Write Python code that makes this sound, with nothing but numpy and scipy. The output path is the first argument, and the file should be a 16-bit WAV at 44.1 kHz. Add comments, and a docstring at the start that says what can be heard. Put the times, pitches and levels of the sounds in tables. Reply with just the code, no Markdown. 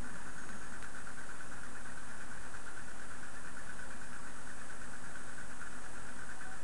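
"""Rattling fan and a water pipe in a quiet room

A five-blade fan turns steadily; knocks and dense small blows of a loose part ring its housing every turn.
A small glass water pipe gurgles as decaying bubble tones and whistles as narrow noise for the first second.
It ticks sharply as it is put from the lips, with fainter ticks later; soft hoots come from far off.
Motors and mains hum under room air; a cheap microphone adds hiss, thin whines and an offset."""
import sys
import numpy as np
from scipy import signal
from scipy.fft import rfft, irfft
from scipy.io import wavfile
from scipy.ndimage import uniform_filter1d

SR = 44100
rng = np.random.default_rng(int(sys.argv[2]) if len(sys.argv) > 2 else 0)


def store_wav(level_fs):
    """Save 16-bit WAV to argv[1]."""
    pcm = np.round(np.clip(np.atleast_2d(level_fs), -1, 1) * 32767)
    wavfile.write(sys.argv[1], SR, pcm.T.astype(np.int16))


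N = 292421

TURN_HZ, FIRST_KNOCK_S = 8.795, .030  # turns per second, and where the first turn begins
# Ringing modes of the fan housing. Each row: pitch in Hz, relative level in dB, t60 in seconds.
HOUSING_MODES = [(1150, -9, .05), (1190, -9, .05), (1230, -8, .05), (1290, -6.5, .05), (1345, -4, .05),
                 (1400, -3.5, .05), (1445, -5, .05), (1488, -3.5, .06), (1530, -4, .05), (1590, -2.5, .05),
                 (1645, -3, .05), (1700, -3, .05), (1760, -6, .05), (1830, -7.5, .05), (1940, -12, .06),
                 (2280, -19, .08), (2400, -17, .09), (2510, -15, .09)]
# The clearest knocks of the loose part. Each row: time in seconds, relative level in dB,
# pitch that the struck spot favours in Hz.
CLEAR_KNOCKS = [(0.0422, -45.8, 1460), (0.0601, -45.1, 1450), (0.0725, -47.1, 1510), (0.0921, -46.2, 1490),
                (0.1554, -43.7, 1440), (0.1865, -46.7, 1560), (0.2634, -44.0, 1490), (0.2755, -42.2, 1450),
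                (0.2983, -47.3, 1490), (0.361, -47.5, 1510), (0.3807, -42.7, 1500), (0.412, -44.8, 1490),
                (0.437, -46.0, 1520), (0.489, -42.7, 1490), (0.5001, -43.0, 1460), (0.5327, -46.7, 1620),
                (0.6139, -42.5, 1480), (0.6251, -46.7, 1500), (0.6364, -45.7, 1520), (0.7222, -42.5, 1450),
                (0.7375, -43.5, 1530), (0.7512, -46.2, 1520), (0.8252, -42.5, 1550), (0.8416, -41.5, 1500),
                (0.8584, -45.3, 1580), (0.9469, -41.8, 1460), (0.9651, -42.7, 1540), (0.9856, -44.8, 1450),
                (1.0707, -42.9, 1430), (1.0899, -47.4, 1490), (1.1035, -45.7, 1510), (1.1723, -45.8, 1520),
                (1.1819, -42.9, 1470), (1.1897, -45.5, 1510), (1.2148, -46.9, 1570), (1.2359, -46.9, 1480),
                (1.29, -41.3, 1460), (1.3029, -43.1, 1560), (1.3167, -45.6, 1480), (1.3276, -46.3, 1550),
                (1.4049, -42.8, 1510), (1.4143, -46.0, 1520), (1.5144, -46.0, 1520), (1.5219, -42.5, 1460),
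                (1.5334, -45.4, 1490), (1.5785, -45.0, 1430), (1.5905, -47.4, 1500), (1.6331, -41.6, 1450),
                (1.6472, -45.9, 1510), (1.6691, -46.3, 1510), (1.7494, -43.8, 1430), (1.7634, -45.2, 1480),
                (1.8093, -47.5, 1440), (1.8549, -43.3, 1550), (1.8715, -43.7, 1570), (1.9198, -45.4, 1490),
                (1.973, -43.4, 1470), (2.1007, -46.5, 1470), (2.1191, -46.6, 1550), (2.1463, -47.0, 1480),
                (2.1978, -46.1, 1510), (2.2065, -45.3, 1450), (2.2165, -46.5, 1490), (2.3141, -40.2, 1460),
                (2.3244, -44.0, 1440), (2.4503, -47.0, 1470), (2.4617, -45.8, 1590), (2.5386, -42.5, 1490),
                (2.5489, -41.5, 1480), (2.6659, -43.4, 1420), (2.6783, -45.3, 1530), (2.7639, -44.2, 1470),
                (2.7749, -46.4, 1450), (2.7943, -44.3, 1550), (2.8813, -45.3, 1500), (2.9128, -44.5, 1500),
                (2.9969, -41.4, 1490), (3.0168, -44.6, 1510), (3.0264, -45.9, 1520), (3.1063, -44.1, 1490),
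                (3.1159, -42.7, 1450), (3.1354, -45.6, 1470), (3.231, -44.5, 1460), (3.2434, -47.4, 1470),
                (3.3372, -46.8, 1530), (3.3553, -43.5, 1410), (3.4474, -45.5, 1510), (3.4581, -44.7, 1410),
                (3.4723, -46.9, 1500), (3.5693, -40.8, 1450), (3.5799, -46.7, 1470), (3.6725, -45.2, 1490),
                (3.6921, -43.0, 1490), (3.7907, -43.0, 1500), (3.8084, -44.2, 1510), (3.8205, -45.4, 1500),
                (3.8366, -47.2, 1450), (3.9052, -43.1, 1480), (3.9221, -44.5, 1560), (4.0135, -46.1, 1520),
                (4.0222, -46.8, 1430), (4.1301, -44.6, 1470), (4.1418, -43.1, 1470), (4.1605, -45.9, 1490),
                (4.1807, -47.2, 1490), (4.2471, -44.7, 1460), (4.2637, -46.1, 1540), (4.2752, -47.3, 1510),
                (4.3537, -46.8, 1490), (4.3859, -46.3, 1450), (4.4716, -42.2, 1500), (4.4901, -44.9, 1490),
                (4.5117, -46.6, 1520), (4.6127, -45.3, 1610), (4.6963, -43.0, 1520), (4.7069, -43.6, 1460),
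                (4.7269, -44.0, 1560), (4.814, -43.5, 1480), (4.8401, -47.2, 1500), (4.9346, -43.9, 1460),
                (5.0395, -43.2, 1500), (5.0512, -44.9, 1420), (5.1082, -46.4, 1480), (5.1553, -41.6, 1490),
                (5.1683, -43.1, 1490), (5.2746, -45.6, 1430), (5.2949, -46.2, 1480), (5.3287, -44.3, 1440),
                (5.3803, -42.0, 1500), (5.3985, -44.1, 1460), (5.4094, -45.7, 1530), (5.4201, -47.2, 1520),
                (5.4971, -44.8, 1460), (5.5119, -40.8, 1460), (5.6058, -44.9, 1450), (5.6144, -41.1, 1440),
                (5.6257, -43.7, 1490), (5.6715, -42.7, 1500), (5.7004, -46.3, 1430), (5.7267, -44.4, 1470),
                (5.7517, -46.7, 1460), (5.8427, -46.4, 1440), (5.8606, -46.0, 1450), (5.9559, -43.6, 1410),
                (5.9667, -46.5, 1520), (5.9782, -47.2, 1450), (6.0661, -43.9, 1410), (6.08, -46.8, 1530),
                (6.0906, -44.0, 1490), (6.105, -46.4, 1450), (6.1913, -42.7, 1500), (6.219, -46.6, 1520),
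                (6.2313, -46.1, 1510), (6.2902, -42.9, 1500), (6.3088, -44.2, 1510), (6.3227, -46.5, 1500),
                (6.4073, -44.9, 1470), (6.4157, -45.5, 1420), (6.4341, -47.1, 1530), (6.4537, -46.0, 1530),
                (6.5136, -45.0, 1490), (6.5268, -44.9, 1460)]


def undb(db):
    """Gain of a level in dB."""
    return 10 ** (np.asarray(db) / 20)


def level(x, db):
    """Scale a sound to an rms level in dB."""
    return x * undb(db) / np.sqrt(np.mean(x ** 2))


def curve(table):
    """Draw the columns of a (seconds, value, ..) table as sample-by-sample automation."""
    s, *columns = np.transpose(table)
    return [np.interp(np.arange(N) / SR, s, column) for column in columns]


def coloured(points):
    """Noise shaped by (Hz, dB) points, joined on a log pitch axis and flat beyond the ends."""
    hz, db = np.transpose(points)
    bins_hz = np.maximum(np.arange(N // 2 + 1) * SR / N, 1)
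    gain = undb(np.interp(np.log(bins_hz), np.log(hz), db))
    return irfft(rfft(rng.standard_normal(N)) * gain, N)


def band(x, lo_hz, hi_hz):
    """Band-pass with gentle slopes."""
    return signal.sosfilt(signal.butter(2, [lo_hz, hi_hz], "band", fs=SR, output="sos"), x)


def ring(x, hz, t60, rise_s):
    """One mode that builds up over the contact time and then decays."""
    spin = 2j * np.pi * hz / SR
    onset = np.exp(spin - 1 / (rise_s * SR))
    decay = np.exp(spin - np.log(1000) / (t60 * SR))
    return signal.lfilter([1 - abs(onset)], np.poly([onset, decay]), x).imag


def walk(rate):
    """Random levels held for 1 / rate seconds and slewed twice."""
    k = int(SR / rate)
    steps = np.repeat(rng.standard_normal(N // k + 1), k)
    return uniform_filter1d(uniform_filter1d(steps, k), k)[:N]


def rattle(per_s=2500, scatter_db=0.5, chatter_db=-55.5, knock_db=5.0, damped=1.12, choke_s=.0013,
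           tap_s=0.00066, jolt_db=32, bounce_s=0.0084, scrape_db=-67, fizz_db=-71):
    """Dense small blows and some clear soft knocks ring the housing; the rubbing also hisses."""
    # How hard the loose part chatters through one turn. Each row: share of the turn, relative level in dB.
    chatter_shape = [(0, -19), (.05, -3), (.1, 3), (.22, 2), (.35, 1.5), (.45, -1.5), (.55, -1), (.62, 0.5),
                     (.72, -1.5), (.85, -3), (1, 3)]
    turn = (np.arange(N) / SR - FIRST_KNOCK_S) * TURN_HZ % 1
    force = undb(np.interp(turn, *np.transpose(chatter_shape)))
    s, db, hz = knock_list()
    at = np.clip(((s - .0001) * SR).astype(int), 0, N - 1)  # first contact, just ahead of the listed time
    # each knock shakes the loose part, which bounces on for a moment
    jolt = np.zeros(N)
    jolt[at] = undb(db + jolt_db)
    shake = force + signal.lfilter([1], [1, -np.exp(-1 / (bounce_s * SR))], jolt)
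    struck = rng.random(N) < per_s / SR
    blows = shake * struck * undb(scatter_db * rng.exponential(size=N))
    chatter = 0
    for mode_hz, mode_db, t60 in HOUSING_MODES:
        # every blow lands elsewhere, so it shares itself out anew among the modes
        chatter = chatter + undb(mode_db) * ring(blows * rng.standard_normal(N), mode_hz, t60, tap_s)
    knocks = knock_rings(at, db, hz, damped, choke_s)
    scrape = band((0.45 * blows + 1.5 * shake) * rng.standard_normal(N), 1800, 8100)
    fizz = band(force * rng.standard_normal(N), 5950, 7840)
    rubbing = level(scrape, scrape_db) + level(fizz, fizz_db)
    return level(chatter, chatter_db) + undb(knock_db) * knocks + rubbing


def knock_list():
    """The clear knocks, then the lighter rebounds of every turn: times, levels, pitches."""
    # Lighter knocks later in every turn. Each row: first share of the turn, last share,
    # relative level in dB, favoured pitch in Hz.
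    rebound_rows = [(.25, .42, -50, 1680), (.52, .64, -51, 1480)]
    scatter_db, scatter_hz = 2, 109
    rows = [np.transpose(CLEAR_KNOCKS)]
    for first, last, db, hz in rebound_rows:
        s, a, b = each_turn(first, last, count=1)
        rows.append([s, db + scatter_db * a, hz + scatter_hz * b])
    return np.hstack(rows)


def knock_rings(at, db, hz, damped, choke_s):
    """Each knock rings the modes near its spot, until the next clear knock chokes it."""
    spot_hz, contact_s, slur_rad = 46, .0011, .3  # width of the favoured band, contact time, phase scatter
    mode_hz, _, t60 = np.transpose(HOUSING_MODES)
    t = np.arange(int(.06 * SR)) / SR
    share = np.exp(-((mode_hz - hz[:, None]) / spot_hz) ** 2)
    share = share / share.sum(axis=1, keepdims=True)
    share = share * np.exp(1j * slur_rad * rng.standard_normal(share.shape))
    modes = np.exp(np.outer(2j * np.pi * mode_hz - np.log(1000) / (damped * t60), t))
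    modes = modes * (1 - np.exp(-t / contact_s))
    # time each knock has before the next clear one; the last rings freely
    clear = np.append(at[:len(CLEAR_KNOCKS)], 2 * N)
    free_s = (clear[np.searchsorted(clear, at, side="right")] - at) / SR
    choke = np.exp(-np.maximum(t - free_s[:, None], 0) / choke_s)
    rings = undb(db)[:, None] * (share @ modes).imag * choke
    out = np.zeros(N + len(t))
    np.add.at(out, at[:, None] + np.arange(len(t)), rings)
    return out[:N]


def each_turn(first, last, count):
    """Random times between two shares of every turn, with two normal draws for each."""
    turns = np.repeat(np.arange(int(N / SR * TURN_HZ)), count)
    share = first + (last - first) * rng.random(len(turns))
    return FIRST_KNOCK_S + (turns + share) / TURN_HZ, *rng.standard_normal((len(turns), 2)).T


def pings(gain_db=-6.0):
    """Soft blows ring the highest housing mode alone, with a fluttering level."""
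    # Pings at set times. Each row: time in seconds, relative level in dB.
    set_pings = [(0.5417, -63), (0.826, -61), (3.0086, -62), (3.1158, -58), (3.4513, -60), (4.0396, -55),
                 (4.26, -54), (4.8234, -52), (5.4116, -51), (5.645, -68), (5.737, -61), (6.1045, -68),
                 (6.2986, -57), (6.4213, -60)]
    # once a turn the housing is also touched faintly, soon after the turn's start
    brush_s, scatter, _ = each_turn(.1, .45, count=1)
    brush_db = -64 + 1.5 * scatter
    s, db = np.hstack([[brush_s, brush_db], np.transpose(set_pings)])
    hit = np.zeros(N)
    hit[np.minimum((s * SR).astype(int), N - 1)] = undb(db + gain_db)
    hz, _, t60 = HOUSING_MODES[-1]
    return ring(hit, hz, t60, 0.0016) * undb(3.7 * walk(120))


def pipe(t60=0.13, gain_db=-2.3, churn_db=5.0):
    """Big bubbles thump the churning water; air whistles through the narrow stem."""
    # Big bubbles. 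Each row: time in seconds, relative level in dB, pitch in Hz.
    bubble_rows = [(0.011, -43, 241), (.052, -44, 241.6), (0.099, -46, 208), (.13, -42.5, 175),
                   (0.176, -48, 177), (0.196, -43.5, 215), (0.259, -44, 254), (.35, -47.5, 171),
                   (0.401, -51, 222), (0.491, -43, 222), (0.538, -42, 211), (0.619, -55, 189),
                   (0.679, -47, 184), (0.716, -41.5, 217), (.765, -61, 176)]
    # Air drawn through the pipe. Each row: time in seconds, whistle level in dB, whistle pitch in Hz.
    draw_curve = [(0, -73, 6750), (.2, -71, 6710), (.3, -73, 6700), (.38, -65.5, 6570), (.55, -66, 6600),
                  (.75, -73, 6600), (.85, -78, 6540), (1.0, -90, 6530)]
    gurgle = 0
    for s, db, hz in bubble_rows:
        push = np.zeros(N)
        push[int(s * SR)] = undb(db + gain_db)
        gurgle = gurgle + ring(push, hz, t60, 0.0056)
    draw_db, whistle_hz = curve(draw_curve)
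    # slow complex noise smears the whistle into a breathy band around its pitch
    breathy = band(rng.standard_normal(N), 6, 70) + 1j * band(rng.standard_normal(N), 5.5, 64)
    carrier = np.exp(2j * np.pi * np.cumsum(whistle_hz) / SR)
    whistle = undb(2.0 * walk(31.6)) * (breathy * carrier).real
    churn = undb(3.6 * walk(25)) * band(rng.standard_normal(N), 140, 400)
    return gurgle + undb(draw_db) * (level(whistle, 0) + level(churn, churn_db))


def ticks(gain_db=0.0, t60=0.0066, snap=1.3):
    """Short broad cracks, each a fast-dying tone with a hard edge and a thin rattling tail."""
    # Sharp ticks. Each row: time in seconds, relative level in dB.
    tick_rows = [(0.491, -36), (0.8265, -30.5), (0.8462, -38.5), (.9572, -42), (1.0101, -46), (2.5376, -50),
                 (4.1312, -38), (4.4712, -50), (4.697, -46), (5.157, -40), (5.3807, -60), (6.0377, -63)]
    hit = np.zeros(N)
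    for s, db in tick_rows:
        hit[int(s * SR)] = -undb(db + gain_db)
    t = np.arange(int(.05 * SR)) / SR
    crack = np.cos(2 * np.pi * 1500 * t) * np.exp(-np.log(1000) * t / t60)
    crack[:2] += snap * np.array([1, -1])  # the hard edge of first contact
    tail = 0.07 * rng.standard_normal(len(t)) * np.exp(-np.log(1000) * t / 0.06)
    return band(signal.fftconvolve(hit, crack + tail)[:N], 500, 9700)


def hoots():
    """Soft far-off tones that glide quickly, settle, swell, waver and fade."""
    # Faint hoots. Each row: start in seconds, length in seconds, start pitch in Hz, end pitch in Hz,
    # relative level in dB.
    hoot_rows = [(1.45, .25, 535, 535, -74), (3.78, .2, 530, 535, -70), (4.46, .12, 560, 540, -72),
                 (5.78, .16, 715, 745, -64), (5.81, .13, 820, 855, -68), (6.3, .11, 695, 765, -61),
                 (6.43, .14, 740, 765, -59.5)]
    out = np.zeros(N)
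    for s, length, start_hz, end_hz, db in hoot_rows:
        i, n = int(s * SR), int(length * SR)
        glide_hz = end_hz + (start_hz - end_hz) * np.linspace(1, 0, n) ** 2
        tone = np.sin(2 * np.pi * np.cumsum(glide_hz) / SR) * signal.windows.tukey(n, .5)
        out[i:i + n] += (np.sqrt(2) * undb(db) * tone)[:N - i]
    return out * undb(1.3 * walk(30))


def room(x, t60=0.23, wet_db=-12):
    """Direct sound and a short diffuse tail of decaying noise."""
    t = np.arange(int(.4 * SR)) / SR
    tail = rng.standard_normal(len(t)) * np.exp(-np.log(1000) * t / t60) * (t > .004)
    return x + undb(wet_db) * signal.fftconvolve(x, tail / np.sqrt(np.sum(tail ** 2)))[:N]


def tones(table, waver_db):
    """Steady sine lines of (Hz, dB rms), each wavering slowly in level."""
    t = np.arange(N) / SR
    out = np.zeros(N)
    for hz, db in table:
        gain = np.sqrt(2) * undb(db + waver_db * walk(4.2))
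        out += gain * np.sin(2 * np.pi * (hz * t + rng.random()))
    return out


def hum():
    """Blades, motors and mains hum as steady low lines."""
    # Hum lines. Each row: pitch in Hz, rms level in dB.
    hum_lines = [(17.09, -83), (44.0, -63), (60.01, -69), (87.99, -77), (120.79, -70), (175.95, -70.5),
                 (240.02, -72), (245.45, -64), (360.01, -72.5)]
    return tones(hum_lines, 1.15)


def room_air():
    """Room tone as coloured noise that drifts in level."""
    # Spectrum of the air. Each row: frequency in Hz, relative level in dB.
    air_spectrum = [(12, -44), (25, -15.5), (45, -14.5), (70, -25.5), (80, -14), (100, -22), (220, -20),
                    (400, -26), (535, -23), (640, -25.5), (850, -23.5), (1050, -24), (2000, -31.5),
                    (3000, -49)]
    return level(band(coloured(air_spectrum), 6.1, 6800) * undb(0.51 * walk(7.4)), -54)


def draught():
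    """A draught sways the microphone membrane below hearing."""
    return level(band(rng.standard_normal(N), 3.3, 10.0), -69)


def whines():
    """The electronics whine in thin high lines that swell and recede together."""
    # Whine lines. Each row: pitch in Hz, level in dB before the swell.
    whine_lines = [(6600.41, -75), (6750.14, -84), (8000.38, -68), (9870.86, -75), (10125.2, -90)]
    # Common swell of the whines. Each row: time in seconds, gain in dB.
    swell_curve = [(0, -30), (1, -4), (1.6, -11), (3.5, -16), (4.3, -2.5), (6.3, -1.5), (6.63, -15)]
    return undb(curve(swell_curve)[0]) * tones(whine_lines, 0.95)


def mic_hiss():
    """The microphone hisses as coloured noise."""
    # Spectrum of the hiss. Each row: frequency in Hz, relative density in dB per Hz.
    hiss_spectrum = [(1530, -49), (2600, -2.5), (4250, -9), (5920, -6.5), (8270, 0.5), (9310, 0.5),
                     (10500, -3), (11700, -22.5), (15200, -62), (22000, -120)]
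    return level(band(coloured(hiss_spectrum), 1600, 15800), -59.5)


def scene():
    """Fan rattle, pipe and hoots ring in the room, over hum, air and draught."""
    in_room = room(rattle() + pings() + ticks() + pipe() + hoots())
    return (in_room + hum() + room_air() + draught())[None]


def record(dry):
    """The microphone adds hiss and whines, cuts the top steeply and adds a constant offset."""
    top_hz, offset = 11600, -.0299
    top_cut = signal.ellip(8, .2, 60, top_hz, fs=SR, output="sos")
    return signal.sosfilt(top_cut, dry + mic_hiss() + whines()) + offset


dry = scene()
out = record(dry)
store_wav(out)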